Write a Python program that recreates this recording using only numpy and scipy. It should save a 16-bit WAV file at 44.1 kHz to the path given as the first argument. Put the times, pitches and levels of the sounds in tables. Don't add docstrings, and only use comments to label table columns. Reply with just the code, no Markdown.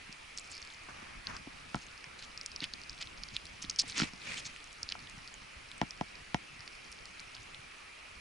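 import sys
import numpy as np
from scipy import signal
from scipy.io import wavfile
from scipy.ndimage import uniform_filter1d

SR = 44100
rng = np.random.default_rng(int(sys.argv[2]) if len(sys.argv) > 2 else 0)


def dump(signal):
    limited = np.clip(np.atleast_2d(signal).T, -1, 1)
    pcm = np.round(limited * 32767).astype(np.int16)
    wavfile.write(sys.argv[1], SR, pcm)


N = 361747

# pitch in Hz, relative level in dB per Hz.
HISS_SPECTRUM = [(30, -2.5), (130, -18), (300, -12), (640, -11.5), (1000, -11), (1280, -7), (1500, -11),
                 (1950, -9), (2400, -4.5), (2900, -10), (3600, -16), (4900, -16.5), (7100, -24.5),
                 (11000, -25.5)]
HISS_DB = -51.5
# pitch in Hz, likeness from -1 to 1.
LEFT_RIGHT_LIKENESS = [(25, 1), (60, 0.8), (110, 0.88), (190, 0.53), (340, -0.24), (610, -0.556),
                       (1090, -0.092), (1940, 0.54), (4000, 0.393), (11000, 0.467)]

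# time in seconds, cushion rumble level in dB.
WEIGHT_SHIFTS = [(0.0, -66), (0.84, -71.5), (1.12, -59), (1.55, -62), (2.08, -66.5), (3.3, -59),
                 (4.11, -59.5), (4.61, -72), (5.02, -58.5), (5.3, -64.5), (6.51, -64.5), (6.69, -67.5),
                 (7.54, -62), (7.9, -81), (8.2, -62)]
# pitch in Hz, relative level in dB per Hz.
RUMBLE_SPECTRUM = [(15, -8.5), (40, -6.5), (100, -7), (220, -9), (350, -17), (700, -79)]
# start in seconds, level in dB, pitch in Hz.
CUSHION_BUMPS = [(0.499, -53, 79), (0.617, -53, 57.8), (0.804, -53, 88.8), (1.159, -47.5, 32.3),
                 (1.329, -51, 43.1), (1.839, -54, 40.3), (2.069, -48.5, 133), (2.179, -58, 141),
                 (2.895, -51, 45.8), (3.005, -57, 61.9), (3.181, -47, 33.5), (3.356, -50, 48.4),
                 (3.508, -48, 59.2), (3.898, -48, 95), (4.457, -48.5, 109.5), (4.832, -52, 70.0),
                 (5.175, -45, 149.4), (5.561, -46.5, 60.5), (6.217, -53, 113), (6.524, -52, 102),
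                 (6.592, -49, 137), (6.893, -55, 54.3), (7.271, -55, 117.5), (7.388, -49, 89),
                 (7.589, -48.5, 118), (8.159, -52, 59.2)]
BUMP_RISE_TURNS = 0.66

# loudest moment in seconds, swell in seconds,
# fade in seconds, level in dB, brightness from 0 to 1.
LEATHER_RUBS = [(.894, 0.009, .035, -46.5, 0), (1.0, 0.14, 0.27, -52, 0), (1.3, 0.06, 0.046, -44.5, 0.03),
                (1.351, .035, 0.042, -44.5, 0.05), (3.89, 0.076, 0.092, -49.5, 0.92),
                (4.005, 0.068, 0.0926, -37.5, 0.87), (4.325, 0.13, 0.084, -40.5, 0.9),
                (4.39, 0.057, 0.197, -48.5, 0.88)]
# pitch in Hz, relative level in dB per Hz.
DULL_RUB_SPECTRUM = [(100, -4), (200, -9), (500, -13.5), (900, -5), (1500, -5.5), (2000, -9), (3000, -26),
                     (6000, -19), (11000, -52)]
# pitch in Hz, relative level in dB per Hz.
BRIGHT_RUB_SPECTRUM = [(80, -35), (150, -1.5), (300, -15), (560, -6.5), (940, -33), (1900, -7.5),
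                       (2400, 0.5), (2900, -9), (6300, -15), (11000, -28)]
RUB_ENDS_DB, RUB_BEND = -13, 1.5

# start in seconds, thump level in dB, factor on the thump's pitches,
# then the levels of the hollow ring, the clack and the tick in dB against the thump.
BONE_KNOCKS = [(0.093, -41.5, 0.84, -20, -24, -22), (.886, -53.5, 1.22, 5.5, -1, -7),
               (1.025, -49, 1.246, -11, -20, -20), (1.471, -44, 1.43, -4, -9.5, -17),
               (1.7451, -27.5, 0.96, -4, 2, -8), (1.759, -27, 0.75, -16.5, -22.5, -28),
               (1.7683, -48.5, 1.21, -6, 6, -12), (2.62, -41, 1.14, -33, -22, -12),
               (2.627, -42, 1.16, -31.5, -20, -10.5), (3.643, -43, 1.13, -29, -12, -1.5),
               (3.835, -52.5, 1.45, 4, -17, -8), (3.979, -44, 1.4, -20, -15, -10),
               (4.0, -34.5, 1.2, -22, 9, 5.5), (4.013, -46, 1.1, -20.5, -11, -6.5),
               (4.0191, -24.5, 1.075, -34.5, -5, -6), (4.0327, -31, 1.2, -13, -23.5, -7.5),
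               (4.134, -44, 0.94, -11, -8, -14.5), (4.952, -47, 0.47, 4, 10.5, -3),
               (5.419, -41, 0.694, -26, -21, -13), (5.815, -25, 1.012, 0.5, -18, -5),
               (5.8252, -44, 1.4, 6, 5, -14), (5.831, -29, 0.9, -17, -12, -28),
               (6.0108, -27.5, 0.99, 0, -9, -10), (6.3448, -22, 0.91, -4, -9.5, -6.5),
               (6.356, -41.5, 0.49, -2.5, -12, -22)]
# pitch in Hz,
# level in dB, time to fall by 60 dB in seconds, left over right in dB, left ahead of right in radians.
THUMP_TONES = [(69, -13.5, 0.081, 4.5, .1), (190.3, 11.5, 0.02, 4, 0.41), (239, 1.5, 0.024, -4, 2.2)]
HOLLOW_TONES = [(740, 3.5, 0.02, 8.35, 0.52), (829.4, 3.5, 0.0237, 4.3, 1.9), (935.4, -14, 0.043, 3, 1.4)]
CLACK_TONES = [(1142, -10, 0.0215, 1, 0.86), (1337, 2.5, 0.017, -2.03, 0.94)]
TICK_TONES = [(1874, 4, 0.012, 0, 1.22), (2290, 7, 0.0071, -8.5, 2.34), (2820, 11, 0.0034, -6, 0.114),
              (5330, 4.5, 0.00438, -1.02, .1)]

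# time in seconds, level of the faint ticks in dB.
MOUTH_BUSYNESS = [(0, -69.5), (.45, -63), (.75, -64), (.9, -73.5), (1.8, -60.5), (2.1, -69), (3.0, -63),
                  (4.2, -62), (5.3, -65), (5.9, -67.5), (7.4, -63), (7.7, -69), (8.2, -70)]
# loudest moment in seconds, swell in seconds,
# fade in seconds, level in dB, ring of the mouth in Hz, spread of pitch from 0 to 1.
GRIND_STROKES = [(.38, 0.0128, .02, -51, 5500, .35), (.445, 0.011, 0.042, -60, 5500, .25),
                 (.518, 0.0205, .02, -54, 6100, 0.3), (.55, 0.036, 0.053, -57, 4900, 0.03),
                 (1.825, 0.016, 0.017, -54.5, 5460, 0.2), (2.19, 0.0066, 0.024, -52.5, 4160, 0.42),
                 (2.234, 0.0154, 0.02, -50, 4070, 0.36), (2.641, 0.0268, 0.016, -39.5, 3400, 0.33),
                 (3.022, .019, .013, -42, 3690, 0.35), (3.362, 0.026, 0.013, -47, 3930, 0.32),
                 (3.625, 0.0084, 0.014, -46, 5470, 0.34), (3.797, 0.0117, 0.013, -29, 5010, 0.1),
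                 (3.817, 0.0052, .006, -36.5, 5450, 0.22), (3.896, .019, 0.024, -46.5, 4900, 0.4),
                 (3.985, 0.0324, 0.0323, -37.5, 3950, 0.43), (3.995, 0.0083, 0.0082, -36, 4500, 0.25),
                 (4.034, 0.0082, 0.0071, -39.5, 3500, 0.43), (4.38, .014, 0.03, -43, 4450, 0.45),
                 (4.458, 0.012, 0.022, -43, 5400, 0.27), (4.917, 0.015, 0.01, -49, 3530, 0.28)]
STROKE_ENDS_DB, STROKE_BEND = -12, 3.2
# loudest moment in seconds, level in dB,
# ring of the mouth in Hz, sharp edge in dB against that ring.
TOOTH_CLICKS = [(.1275, -33.5, 4970, -7.5), (0.3759, -26.5, 5800, -4.5), (.3855, -27.5, 4660, -4),
                (.3972, -35.5, 7570, -11), (0.4446, -42.5, 5300, -9), (.4767, -42, 5080, -3),
                (0.5172, -34.5, 7800, -13), (.5225, -37, 4900, -20), (.5325, -39, 4800, -15),
                (.5412, -39, 4700, -25), (.5447, -38, 4700, -25), (.5527, -36, 4900, -3.5),
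                (0.5602, -39, 4700, -25), (0.5682, -35, 4900, -12), (.5795, -34, 5100, -13.5),
                (.6186, -35.5, 5860, -21), (.627, -32.5, 4650, -21), (.6505, -40, 4600, -2),
                (.6741, -38.5, 4820, -6.5), (.7032, -36, 3700, -24), (.725, -39.5, 4300, -23),
                (.738, -45, 6910, -20), (.7458, -40.5, 4680, -20), (1.2707, -21.5, 4400, -25),
                (1.3667, -30.5, 5050, -10), (1.756, -35.5, 5200, 0), (1.9779, -38.5, 5100, -17),
                (2.0428, -34.5, 2050, -26), (2.0426, -36, 5200, -20), (2.1927, -36, 4300, -18),
                (2.2255, -34, 4360, -21.5), (2.3766, -27.5, 5000, -36), (2.413, -27.5, 5030, -17.5),
                (2.462, -24.5, 5300, 2), (2.5178, -34, 5100, -9), (2.5622, -24, 5140, -14),
                (2.594, -42.5, 4400, -25), (2.605, -25, 4300, -20), (2.6415, -18, 3100, -11),
                (2.7374, -24.5, 4420, -16), (2.8166, -36, 4760, -9), (2.8367, -35, 4660, -14),
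                (2.8962, -26, 5030, -22), (2.906, -39.5, 5500, -22), (2.9309, -38, 5060, -22),
                (2.989, -40, 4600, -25), (3.013, -38, 4370, -21), (3.026, -27.5, 4860, -13),
                (3.073, -33, 3750, -25), (3.2358, -25, 4850, -20), (3.2873, -33, 4800, -27),
                (3.3661, -17.5, 3640, -14), (3.4553, -34.5, 4240, -1), (3.4683, -36, 4900, -18),
                (3.6258, -28, 6290, -14.5), (3.6393, -34, 5240, -12), (3.6493, -31, 3840, -12.5),
                (3.698, -19, 5000, -11.5), (3.701, -22, 6150, -14), (3.711, -29, 5300, -23),
                (3.7615, -29, 5450, -14.5), (3.7887, -21, 5500, -15), (3.7914, -14.5, 5100, -13),
                (3.794, -20, 5300, -2), (3.7963, -14, 5060, -7), (3.7994, -16, 5250, -10),
                (3.8036, -25.5, 5320, -7.5), (3.8078, -20.5, 5170, -12), (3.8106, -28, 5000, -13),
                (3.8145, -34.5, 6000, -14), (3.8804, -37, 8200, -1), (3.8986, -29, 5770, -17),
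                (3.9224, -29.5, 4320, -26), (3.928, -37, 3900, -12), (3.974, -27, 5400, -20),
                (3.981, -22.5, 6450, -7), (3.989, -23, 4820, -22), (3.9958, -20.5, 5050, -16),
                (4.0106, -21.5, 5260, -18), (4.0182, -23, 2740, -25), (4.023, -23, 4520, -24.5),
                (4.0345, -30, 4620, -20), (4.1358, -38.5, 5270, -9.5), (4.1618, -41.5, 4900, -15),
                (4.3723, -33, 3000, -7.5), (4.3803, -28.5, 3550, -3), (4.5629, -33.5, 2650, -7.5),
                (4.6423, -39.5, 5940, 2), (4.7299, -42.5, 5100, 5), (4.8313, -21, 5256, -14.5),
                (4.8903, -23.5, 4500, -31), (4.901, -30, 4600, -25), (4.9224, -22.5, 4810, -19.5),
                (4.9233, -22.5, 3003, -30), (4.992, -38.5, 4600, -25), (5.003, -42, 4700, -25),
                (5.0729, -35.5, 3360, -23), (5.098, -40, 5200, 6.5), (5.22, -44.5, 5000, -20),
                (5.2768, -33, 4800, -16), (5.284, -41, 4470, -22), (5.3416, -37.5, 7000, -2),
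                (5.716, -32, 3630, -7), (5.7811, -41.5, 7670, 4), (5.9085, -27, 5245, -30),
                (6.1554, -37, 4800, -24), (6.6068, -35, 5030, -24), (6.678, -33, 4640, -23),
                (6.677, -34.5, 2350, -22.5), (6.753, -43, 5070, -5), (6.918, -42, 5810, 7),
                (6.927, -36, 5140, -5), (7.0564, -35, 4650, -4), (7.1963, -33, 4440, -19),
                (7.2024, -36.5, 5810, -2), (7.3507, -33.5, 4920, -12), (7.367, -35.5, 3160, -21),
                (7.5465, -32, 3500, -13)]

EDGE_HZ = 11000


def gain_of(db):
    return 10 ** (np.asarray(db) / 20)


def evened(x):
    return x / np.sqrt(np.mean(x ** 2) + 1e-20)


def read(points, hz):
    f, value = np.transpose(points)
    return np.interp(np.log(hz + 1), np.log(f + 1), value)


def level_over_time(points):
    return gain_of(np.interp(np.arange(N) / SR, *np.transpose(points)))


def add(mix, s, sound):
    part = mix[..., round(s * SR):][..., :sound.shape[-1]]
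    part += sound[..., :part.shape[-1]]


def scatter_in(length, at, sounds):
    places = at[:, None] + np.arange(sounds.shape[1])
    return np.bincount(places.ravel(), sounds.ravel(), minlength=length)[:length]


def noise(spectrum, patchy_db, size):
    hz = np.fft.rfftfreq(size, 1 / SR)
    a, b, c, d, patches = rng.standard_normal((4 * N // size + 5, len(hz), 5)).T
    patches = uniform_filter1d(patches, size=8, axis=0)
    patches = evened(uniform_filter1d(patches, size=8, axis=1))
    same = np.clip(read(LEFT_RIGHT_LIKENESS, hz), -1, 1)[:, None]
    left = a + 1j * b
    right = same * left + np.sqrt(1 - same ** 2) * (c + 1j * d)
    spectra = np.array([left, right])
    spectra *= gain_of(read(spectrum, hz)[:, None] + patchy_db * patches)
    return evened(signal.istft(spectra, nperseg=size, noverlap=3 * size // 4)[1][:, :N])


def lumps(per_s, spread_db):
    knots = rng.standard_normal(round(N / SR * per_s) + 2)
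    wander = np.interp(np.arange(N) / SR * per_s, np.arange(len(knots)), knots)
    return evened(gain_of(spread_db * wander))


def stroke(s, swell_s, fade_s, db, ends_db, bend):
    t = np.arange(-swell_s, fade_s, 1 / SR)
    away = np.where(t < 0, -t / swell_s, t / fade_s)
    gain = gain_of(db + ends_db * away ** bend)
    return s - swell_s, gain * signal.windows.tukey(len(t), .1)


def swell(u):
    return (u * np.exp(1 - u)) ** 2


def ping(hz, rise_s, phase):
    t = np.arange(220) / SR
    return swell(t / rise_s) * np.cos(2 * np.pi * np.c_[hz] * t + np.c_[phase])


def ring(modes, rise_s, delay_s, factor=1):
    t = np.maximum(np.arange(3000) / SR - delay_s, 0)
    side = np.array([[.5], [-.5]])
    total = 0
    for hz, db, t60, pan_db, lead in modes:
        fading_db = db + side * pan_db - 60 * t / (t60 * factor ** 1.87)
        total = total + gain_of(fading_db) * np.sin(2 * np.pi * hz * factor * t + side * lead)
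    return (1 - np.exp(-(t / rise_s) ** 2)) * total


def chatter(length, hz, scatter, per_s, spread_db):
    at, size, up, down, phase = rng.random((round(length / SR * per_s) + 1, 5)).T
    at = (at * length).astype(int)
    off = 2.04 * scatter * (up - down)
    db = -spread_db * np.log(size + 0.0028) - 3.1 * off
    pitch = np.minimum(hz * np.exp(off), 10500)
    slips = np.c_[gain_of(db)] * ping(pitch, 0.00029, 2 * np.pi * phase)
    return evened(scatter_in(length, at, slips))


def nearby(x, t60):
    t = np.arange(40, 3000) / SR
    signs = rng.choice([-1., 1.], (2, len(t)))
    present = rng.random((2, len(t))) < .08
    taps = signs * present * gain_of(-60 * t / t60)
    taps = np.pad(taps / np.linalg.norm(taps[0]), ((0, 0), (40, 0)))
    return signal.oaconvolve(x[None], taps, axes=1)[:, :N]


def hiss():
    level = gain_of(HISS_DB + np.array([[-.4], [.4]]))
    return level * noise(HISS_SPECTRUM, patchy_db=1.4, size=1024)


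def rumble():
    low_noise = noise(RUMBLE_SPECTRUM, patchy_db=-0.5, size=2048)
    return level_over_time(WEIGHT_SHIFTS) * lumps(per_s=51, spread_db=3.5) * low_noise


def bumps():
    out, t = np.zeros(N), np.arange(4000) / SR
    for (s, db, hz), phase in zip(CUSHION_BUMPS, rng.random(len(CUSHION_BUMPS))):
        wave = np.cos(2 * np.pi * (hz * t + phase))
        add(out, s, gain_of(db) * swell(t * hz / BUMP_RISE_TURNS) * wave)
    return out


def rustle():
    power = np.zeros((2, N))
    for *shape, brightness in LEATHER_RUBS:
        start, gain = stroke(*shape, RUB_ENDS_DB, RUB_BEND)
        add(power, start, np.clip([[1 - brightness], [brightness]], 0, 1) * gain ** 2)
    dull = noise(DULL_RUB_SPECTRUM, patchy_db=1.5, size=256)
    bright = noise(BRIGHT_RUB_SPECTRUM, patchy_db=1.5, size=512)
    friction = np.sqrt(power[0]) * dull + np.sqrt(power[1]) * bright
    return lumps(per_s=280, spread_db=2.5) * friction


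def knocks():
    out = np.zeros((2, N))
    grips = 1 + 0.013 * rng.uniform(-0.68, 1, (len(BONE_KNOCKS), 3))
    for (s, db, factor, hollow_db, clack_db, tick_db), grip in zip(BONE_KNOCKS, grips):
        knock = ring(THUMP_TONES, 0.0027, 0.0005, factor)
        knock += gain_of(hollow_db) * ring(HOLLOW_TONES, 0.00062, 0.00059, grip[0])
        knock += gain_of(clack_db) * ring(CLACK_TONES, 0.00062, 0.00043, grip[1])
        knock += gain_of(tick_db) * ring(TICK_TONES, .0001, 0, grip[2])
        add(out, s, gain_of(db) * knock)
    return out


def chewing():
    ticks = chatter(N, hz=5000, scatter=.2, per_s=450, spread_db=3.5)
    return level_over_time(MOUTH_BUSYNESS) * lumps(per_s=10, spread_db=0.5) * ticks


def grinding():
    out = np.zeros(N)
    for *shape, hz, scatter in GRIND_STROKES:
        start, gain = stroke(*shape, STROKE_ENDS_DB, STROKE_BEND)
        add(out, start, gain * chatter(len(gain), hz, scatter, per_s=4000, spread_db=2.6))
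    return out


def clicks():
    s, db, hz, edge_db = np.transpose(TOOTH_CLICKS)
    r = rng.random((len(s), 9)).T
    turn = 2 * np.pi
    sound = ping(hz, 0.00036, turn * r[0])
    sound += gain_of(-24) * ping(hz * (1.2 + 0.3865 * r[1]), 0.0012, turn * r[2])
    sound += np.c_[gain_of(edge_db)] * ping(6900 + 2000 * r[3], 0.00012, turn * r[4])
    bone_gain = np.c_[gain_of(-25 + 9 * r[5])]
    sound += bone_gain * ping(2000 + 1300 * r[6], 0.00067, turn * r[7])
    sound *= np.c_[gain_of(db)]
    at = np.round((s - .00045) * SR).astype(int)
    skip = at + np.round((0.00096 + 0.0046 * r[8]) * SR).astype(int)
    return scatter_in(N, at, sound) + gain_of(-18.5) * scatter_in(N, skip, sound * np.c_[r[7]])


def scene():
    background = hiss() + rumble() + bumps() + rustle()
    blows = knocks()
    bone = blows + gain_of(-9.5) * nearby(blows.mean(0), t60=0.081)
    mouth = chewing() + grinding() + clicks()
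    dog = mouth * gain_of([[-.6], [.6]]) + gain_of(-10.5) * nearby(mouth, t60=0.014)
    return background + bone + dog


def record(dry):
    low_pass = signal.firwin(161, EDGE_HZ, window=("kaiser", 4), fs=SR)
    return signal.oaconvolve(dry, low_pass[None], "same")


dry = scene()
out = record(dry)
dump(out)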